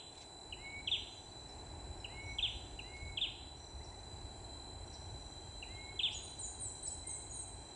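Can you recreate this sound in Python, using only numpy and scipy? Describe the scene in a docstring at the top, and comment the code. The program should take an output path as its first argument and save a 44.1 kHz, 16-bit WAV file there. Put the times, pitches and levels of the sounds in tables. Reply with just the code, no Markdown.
"""Crickets trill and bush crickets hiss, wing on wing, over a light breeze and a distant rumble
at the edge of a tropical wood. A bird's whip dies away among the trees; dry leaves rustle.
The bird sings four phrases: a pip, a long rising whistle, two loud falling whips.
A thin insect note and far birds come and go. Late on, a small bird adds very high squeaks.
Trunks and leaves scatter every bird note."""
import sys
import numpy as np
from scipy import signal
from scipy.fft import rfft, irfft, next_fast_len
from scipy.io import wavfile
from scipy.ndimage import uniform_filter1d, map_coordinates

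SR = 44100
rng = np.random.default_rng(int(sys.argv[2]) if len(sys.argv) > 2 else 0)


def bounce(signal):
    """Save signal as a 16-bit WAV file at the path given by the first command-line argument."""
    frames = np.transpose(np.atleast_2d(signal))
    limited = np.clip(frames, -1, 1)
    pcm = np.round(limited * 32767).astype(np.int16)
    wavfile.write(sys.argv[1], SR, pcm)


N = 341775

# Table levels are relative; the sources add their own gains.
# cricket chorus: (pitch [Hz], scatter [Hz], pulse rate [Hz], level [dB])
CHORUS = [(3981, 9.57, 46, -61), (3996, 15, 17, -63.5), (4053, 8, 19.5, -65.5), (4016, 34, 44, -68.5)]
CHORUS_LEVEL = [(0, -59.5), (1, -59), (2, -58.5), (3, -59.5), (3.7, -60), (4.5, -58.5), (5.6, -57),
                (6.4, -58), (7.2, -58), (7.75, -60)]  # (time [s], level [dB])
# (faded in by [s], pitch [Hz], scatter [Hz], pulse rate [Hz], level [dB])
LONE_CRICKETS = [(4.5, 3198, 22, 34, -76), (0.5, 4780, 50, 26, -82.5), (4.5, 4300, 23, 37, -88),
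                 (-2, 5590, 78, 26, -85.5)]
HISS_SPECTRUM = [(3760, -51), (6400, -16.5), (6550, -15), (7190, -2), (7630, 4), (8020, -1.5), (8480, -12),
                 (9100, -8.5), (9670, -11.5), (10500, -24.5), (13600, -59.5), (22000, -120)]  # bush crickets: (frequency [Hz], level [dB])
HISS_LEVEL = [(0.35, -68), (3.14, -68.5), (3.29, -71), (4.49, -66.5), (4.79, -67.5), (6.05, -67)]  # (time [s], level [dB])

BREEZE_SPECTRUM = [(12, -40.5), (20, -15), (30, -5), (44, 2.5), (72, 4.5), (106, 0.5), (135, -7.5),
                   (166, -17), (260, -20.5), (400, -55.5)]  # (frequency [Hz], level [dB])
BREEZE_LEVEL = [(0.05, -61.5), (0.39, -62.5), (0.63, -54.5), (1.18, -58.5), (2.39, -49), (3.01, -56),
                (3.05, -47), (3.35, -56), (4.5, -50.5), (4.72, -55), (4.76, -52), (6.19, -55.5),
                (7.68, -54), (7.7, -60)]  # (time [s], level [dB])
RUMBLE_SPECTRUM = [(82, -39), (140, 0), (156, -5.5), (209, -6), (292, -2), (381, -0.5), (498, -8.5),
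                   (751, -2), (840, -2), (1030, -9), (1200, -18), (1600, -15), (1750, -19.5), (2000, -20),
                   (2600, -44), (4400, -120)]  # (frequency [Hz], level [dB])
LEAF_SPECTRUM = [(1000, -18), (1600, -5), (2400, 6.5), (3000, -0.5), (4500, -3), (6500, -10),
                 (10000, -18.5)]  # (frequency [Hz], level [dB])
DISTANT_LEVEL = [(0.05, -60), (0.82, -57.5), (1.18, -59.5), (1.67, -55.5), (3.52, -59), (4.18, -57),
                 (7.49, -58.5), (7.7, -57)]  # rumble and leaf wash: (time [s], level [dB])
RUSTLES = [(0.085, 0.23, -63), (0.205, 0.05, -65), (2.963, 0.011, -62), (4.42, .012, -67)]  # (time [s], length [s], level [dB])
RUSTLE_SPECTRUM = [(1800, -18), (2400, 3), (2900, -12), (3450, 0.5), (3800, -2), (4450, -6), (5000, -7),
                   (5450, -6), (5900, -4), (6500, -5), (7500, -17), (11000, -28)]  # (frequency [Hz], level [dB])
WOOD_DECAY = [(2000, 0.8), (3300, 0.66), (8000, 0.7)]  # (frequency [Hz], T60 [s])

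# (pip time [s], pip pitch [Hz], pip level [dB], whistle pitch [Hz], whistle level [dB],
#  first whip time [s], whip level [dB])
PHRASES = [(.5235, 3020, -38.5, 2245, -49.5, .8727, -31.2), (2.0435, 3000, -38.5, 2228, -49, 2.3840, -31.5),
           (2.7895, 2930, -39.8, 2205, -51.5, 3.1717, -32.5),
           (5.6245, 2900, -41, 2190, -54.5, 5.9907, -30.5)]
PIP_PATH = [(0, 0.96, -13), (.003, 0.99, -1.5), (.008, 0.926, -3.5), (.012, .85, -10.5), (.017, .78, -14)]  # (time [s], pitch [ratio], level [dB])
WHISTLE_PITCH = [(0, .87), (.07, .93), (.16, .97), (.37, .985), (.55, .993), (.72, 1), (1, .99)]  # (position [0-1], pitch [ratio])
WHISTLE_LEVEL = [(0, -15), (.15, -9.5), (.37, -1), (.46, -4.5), (.66, .5), (.79, 1), (.83, -12), (.92, -7),
                 (1, -14)]  # two swells, a drop, a soft end: (position [0-1], level [dB])
SHORT_WHIP_PATH = [(0, 3690, -13), (.002, 3440, -5.5), (.008, 3126, -0.5), (0.011, 2850, -5),
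                   (0.015, 2580, -10), (.021, 2440, -13)]  # (time [s], pitch [Hz], level [dB])
LONG_WHIP_PATH = [(0, 3650, -13), (.003, 3700, -1), (.012, 3520, -1.5), (.022, 3284, -2.5),
                  (.032, 3014, -3.5), (.042, 2650, -11), (.052, 2333, -22), (.062, 1990, -30)]  # (time [s], pitch [Hz], level [dB])

INSECT_NOTES = [(.85, -65), (2.22, -64), (3.56, -66.5), (4.85, -67), (5.2, -70), (6.2, -68.5), (6.65, -69),
                (7.55, -70.5)]  # (time [s], level [dB])
INSECT_PATH = [(0, 5800, -4), (.09, 5920, 1), (.2, 5986, -7.5), (.45, 6070, -8), (.9, 6120, -15)]  # (time [s], pitch [Hz], level [dB])
FAR_SLIDES = [(1.109, 0.066, 6600, 7400, -68), (1.28, 0.051, 4300, 4550, -74),
              (1.48, 0.042, 5400, 5100, -69), (1.98, 0.044, 5600, 5130, -72),
              (3.794, 0.029, 1750, 2220, -64), (3.916, 0.019, 1857, 2060, -66),
              (7.041, .17, 2108, 2166, -66.5)]  # (time [s], length [s], start [Hz], end [Hz], level [dB])
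FAR_CHIPS = [(3.83, 5900, -64), (4.924, 5750, -58.5), (6.113, 6000, -55), (6.86, 5640, -58)]  # (time [s], top [Hz], level [dB])
SLURS = [(6.127, 0.022, 8200, 7720, -52), (6.143, 0.044, 7010, 6420, -47),
         (6.225, 0.047, 8850, 8700, -51.5), (6.412, 0.094, 9050, 8650, -54), (6.85, 0.028, 7400, 6430, -50),
         (7.07, .055, 7460, 6050, -54), (7.295, 0.03, 6940, 6700, -47), (7.335, 0.037, 6900, 6100, -56)]  # small bird: (time [s], length [s], start [Hz], end [Hz], level [dB])
SQUEAKS = [(6.389, 0.08, 8670, 7080, -45.5), (6.597, 0.098, 9000, 7900, -43.5),
           (6.825, 0.085, 8830, 7950, -44.5), (7.066, .109, 8820, 8060, -44),
           (7.324, .112, 8900, 8520, -45)]  # small bird: (time [s], length [s], top [Hz], shelf [Hz], level [dB])


def amp(db):
    """Decibels to gain."""
    return 10 ** (np.asarray(db) / 20)


def unit_rms(x):
    """Scale to rms 1."""
    return x / np.sqrt(np.mean(x ** 2) + 1e-20)


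def log_interp(points, hz):
    """Interpolate (frequency [Hz], value) points on a log axis."""
    knots_hz, values = np.transpose(points)
    return np.interp(np.log(hz + 1), np.log(knots_hz + 1), values)


def curve(points):
    """Interpolate (time [s], value) points at every sample."""
    return np.interp(np.arange(N) / SR, *np.transpose(points))


def wobble(rate_hz):
    """Smooth random curve with knots at rate_hz."""
    knots = rng.standard_normal(int(N * rate_hz / SR) + 4)
    return map_coordinates(knots, [np.arange(N) * rate_hz / SR])


def sine(hz):
    """Oscillator following a per-sample frequency."""
    return np.sin(2 * np.pi * np.cumsum(hz) / SR)


def filtered(x, response):
    """Apply the gain response(hz)."""
    size = next_fast_len(N + 8192)
    return irfft(rfft(x, size) * response(np.fft.rfftfreq(size, 1 / SR)), size)[:N]


def noise(spectrum):
    """Coloured noise, rms 1."""
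    return unit_rms(filtered(rng.standard_normal(N), lambda hz: amp(log_interp(spectrum, hz))))


def add(out, start_s, x):
    """Mix x into out."""
    i = max(round(start_s * SR), 0)
    out[i:i + len(x)] += x[:len(out[i:])]


def note(path, rasp=0):
    """Tone along (time [s], pitch [Hz], level [dB]) points; rasp is fractional pitch jitter."""
    s, hz, db = np.transpose(path)
    t = np.arange(s[0], max(s[-1], s[0] + .004), 1 / SR)
    jitter = np.interp(t, np.linspace(t[0], t[0] + 1, 600), rng.standard_normal(600))
    pitch_hz = uniform_filter1d(np.interp(t, s, hz), size=130) * (1 + rasp * jitter)
    ramp = np.clip(np.minimum(t - t[0], t[-1] - t) / .002, 0, 1)
    envelope = amp(np.interp(t, s, db)) * np.sin(ramp * np.pi / 2) ** 2
    return np.sqrt(2) * envelope * sine(pitch_hz)


def among_trees(x, wet_db, build_s):
    """Direct sound plus scatter from trunks and leaves that builds up and dies away."""
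    hz, t, bins = signal.stft(rng.standard_normal(int(SR * .8)), SR, nperseg=256)
    decay = amp(-60 * t / log_interp(WOOD_DECAY, hz)[:, None])
    onset = 1 - np.exp(-(t / build_s) ** 2)
    tail = signal.istft(bins * decay * onset, SR, nperseg=256)[1]
    impulse = amp(wet_db) * tail / np.linalg.norm(tail)
    impulse[0] += 1
    return signal.fftconvolve(x, impulse)


def near_leaves(x, wet_db, delay_s, decay_s):
    """Direct sound plus early echoes from foliage round the perch."""
    t = np.arange(SR // 8) / SR
    impulse = rng.standard_normal(len(t)) * np.exp(-t / decay_s) * (t > delay_s)
    impulse *= amp(wet_db) / np.linalg.norm(impulse)
    impulse[0] = 1
    return signal.fftconvolve(x, impulse)


def cricket(hz, scatter_hz, pulse_hz):
    """Wings ring at one wavering pitch, pulsing with the strokes; rms 1."""
    pitch_hz = hz + scatter_hz * (wobble(70) + .4 * wobble(3))
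    strokes = 1 + .18 * sine(pulse_hz * (1 + .01 * wobble(3.12)))
    return unit_rms(strokes * sine(pitch_hz))


def crickets():
    """Close pitches beat into one trill; lone crickets deep in the trees blur behind it."""
    chorus = sum(amp(db + 1.3 * wobble(6.1)) * cricket(*voice) for *voice, db in CHORUS)
    out = amp(curve(CHORUS_LEVEL) + 1.5) * unit_rms(chorus)
    for full_s, *voice, db in LONE_CRICKETS:
        fade_in = np.clip((np.arange(N) / SR - full_s) * 2 + 1, 0, 1)
        blurred = unit_rms(among_trees(cricket(*voice), wet_db=9, build_s=.01)[:N])
        out += fade_in * amp(db + 1.5 * wobble(3.06)) * blurred
    return out


def bush_crickets():
    """Countless high stridulations merge into a slowly swelling and sinking hiss."""
    return amp(curve(HISS_LEVEL) + 5 + .25 * wobble(1.8)) * noise(HISS_SPECTRUM)


def air():
    """Breeze on the microphone, distant rumble, soft wash of leaves."""
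    buffeting = unit_rms(amp(1.22 * wobble(9)) * noise(BREEZE_SPECTRUM))
    breeze = amp(curve(BREEZE_LEVEL) + .36) * buffeting
    distant_db = curve(DISTANT_LEVEL)
    rumble = amp(distant_db + .75) * noise(RUMBLE_SPECTRUM)
    leaves = amp(distant_db - 13.5) * noise(LEAF_SPECTRUM)
    return breeze + rumble + leaves


def opening_echo(lead_s=.16):
    """The wood still rings with a whip sung lead_s before the start."""
    whip = among_trees(amp(-33) * note(LONG_WHIP_PATH), wet_db=-11, build_s=.024)
    out = np.zeros(N)
    add(out, 0, whip[int(lead_s * SR):])
    return out


def rustles():
    """Dry leaves brush and tick."""
    envelope = np.zeros(N)
    for start_s, length_s, db in RUSTLES:
        add(envelope, start_s, amp(db) * np.hanning(int(length_s * SR)))
    return envelope * unit_rms(amp(3 * wobble(90)) * noise(RUSTLE_SPECTRUM))


def whistling_bird(whistle_lag_s=.052, whip_lag_s=.0404, echo_s=.05, echo_db=-24.5):
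    """Pip, whistle, short whip, long whip; the wood's edge throws the sharp notes back."""
    held, sharp = np.zeros(N), np.zeros(N)
    for pip_s, pip_hz, pip_db, whistle_hz, whistle_db, whip_s, whip_db in PHRASES:
        whistle_s = pip_s + whistle_lag_s
        tone = amp(whistle_db) * whistle(whip_s - whistle_s, whistle_hz)
        add(held, whistle_s, among_trees(tone, wet_db=-12.5, build_s=.037))
        pip = amp(pip_db) * note(np.array(PIP_PATH) * [1, pip_hz, 1])
        pip = near_leaves(pip, wet_db=-11, delay_s=.0075, decay_s=.012)
        add(sharp, pip_s, among_trees(pip, wet_db=-10.5, build_s=.027))
        for start_s, path in [(whip_s, SHORT_WHIP_PATH), (whip_s + whip_lag_s, LONG_WHIP_PATH)]:
            whip = amp(whip_db) * note(path, rasp=.0026)
            whip = near_leaves(whip, wet_db=-7, delay_s=.009, decay_s=.036)
            add(sharp, start_s, among_trees(whip, wet_db=-11.5, build_s=.029))
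    add(sharp, echo_s, amp(echo_db) * sharp)
    return held + sharp


def whistle(length_s, hz, waver_db=2):
    """A pure note scoops up to pitch and holds, swelling and wavering in level."""
    position = np.linspace(0, 1, 60)
    pitch_hz = hz * np.interp(position, *np.transpose(WHISTLE_PITCH))
    level_db = np.interp(position, *np.transpose(WHISTLE_LEVEL))
    tone = note(np.column_stack([position * length_s, pitch_hz, level_db]), rasp=.0093)
    return tone * amp(waver_db * wobble(35.2)[:len(tone)])


def rising_insect():
    """A thin buzzing note slides up and fades."""
    out = np.zeros(N)
    for start_s, db in INSECT_NOTES:
        tone = amp(db - 6) * note(INSECT_PATH, rasp=.016)
        buzz = 1 + .77 * wobble(130)[:len(tone)]
        add(out, start_s, among_trees(tone * buzz, wet_db=0, build_s=.014))
    return out


def far_birds():
    """Faint slides and chips, the high ones hoarse, blurred by the wood."""
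    out = np.zeros(N)
    for table, make_path in [(FAR_SLIDES, slide_path), (FAR_CHIPS, chip_path)]:
        for start_s, *row in table:
            path = make_path(*row)
            start_hz = path[0][1]
            call = note(path, rasp=.035 if start_hz > 3000 else .006)
            call = near_leaves(call, wet_db=-1, delay_s=.00071, decay_s=.0092)
            add(out, start_s, among_trees(call, wet_db=-5, build_s=.0052))
    return amp(-1) * out


def slide_path(length_s, start_hz, end_hz, db):
    """Straight pitch slide, loudest in the middle."""
    return [(0, start_hz, db - 3),
            (length_s / 2, (start_hz + end_hz) / 2, db),
            (length_s, end_hz, db - 4.5)]


def chip_path(top_hz, db, length_s=.034):
    """Pitch flicks straight up and down."""
    foot_hz = .73 * top_hz
    return [(0, foot_hz, db - 10), (length_s / 2, top_hz, db), (length_s, foot_hz, db - 9.5)]


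def small_bird(flutter_db=3):
    """Slightly hoarse squeaks and slurs; the two sides of the syrinx overlap."""
    out = np.zeros(N)
    for table, make_path in [(SQUEAKS, squeak_path), (SLURS, slide_path)]:
        for start_s, *row in table:
            call = note(make_path(*row), rasp=.0081)
            call *= amp(flutter_db * wobble(115)[:len(call)])
            call = near_leaves(call, wet_db=-5.5, delay_s=.0015, decay_s=.0066)
            add(out, start_s, among_trees(call, wet_db=-1.5, build_s=.015))
    return amp(-3) * out


def squeak_path(length_s, top_hz, shelf_hz, db, sag=.011):
    """Pitch arches up, settles on a sloping shelf, falls away."""
    return [(0, .92 * top_hz, db - 6),
            (.112 * length_s, top_hz, db),
            (.192 * length_s, top_hz, db),
            (.35 * length_s, (1 + sag) * shelf_hz, db),
            (.72 * length_s, (1 - sag) * shelf_hz, db),
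            (length_s, .87 * shelf_hz, db - 9)]


def scene():
    """Birds, insects and air over the field; mono."""
    birds = whistling_bird() + opening_echo() + small_bird() + far_birds()
    return (birds + crickets() + rising_insect() + bush_crickets() + rustles() + air())[None]


def record(dry):
    """Steep low-pass band limit."""
    cutoff_hz = 10660
    return filtered(dry[0], lambda hz: 1 / np.sqrt(1 + (hz / cutoff_hz) ** 160))[None]


dry = scene()
out = record(dry)
bounce(out)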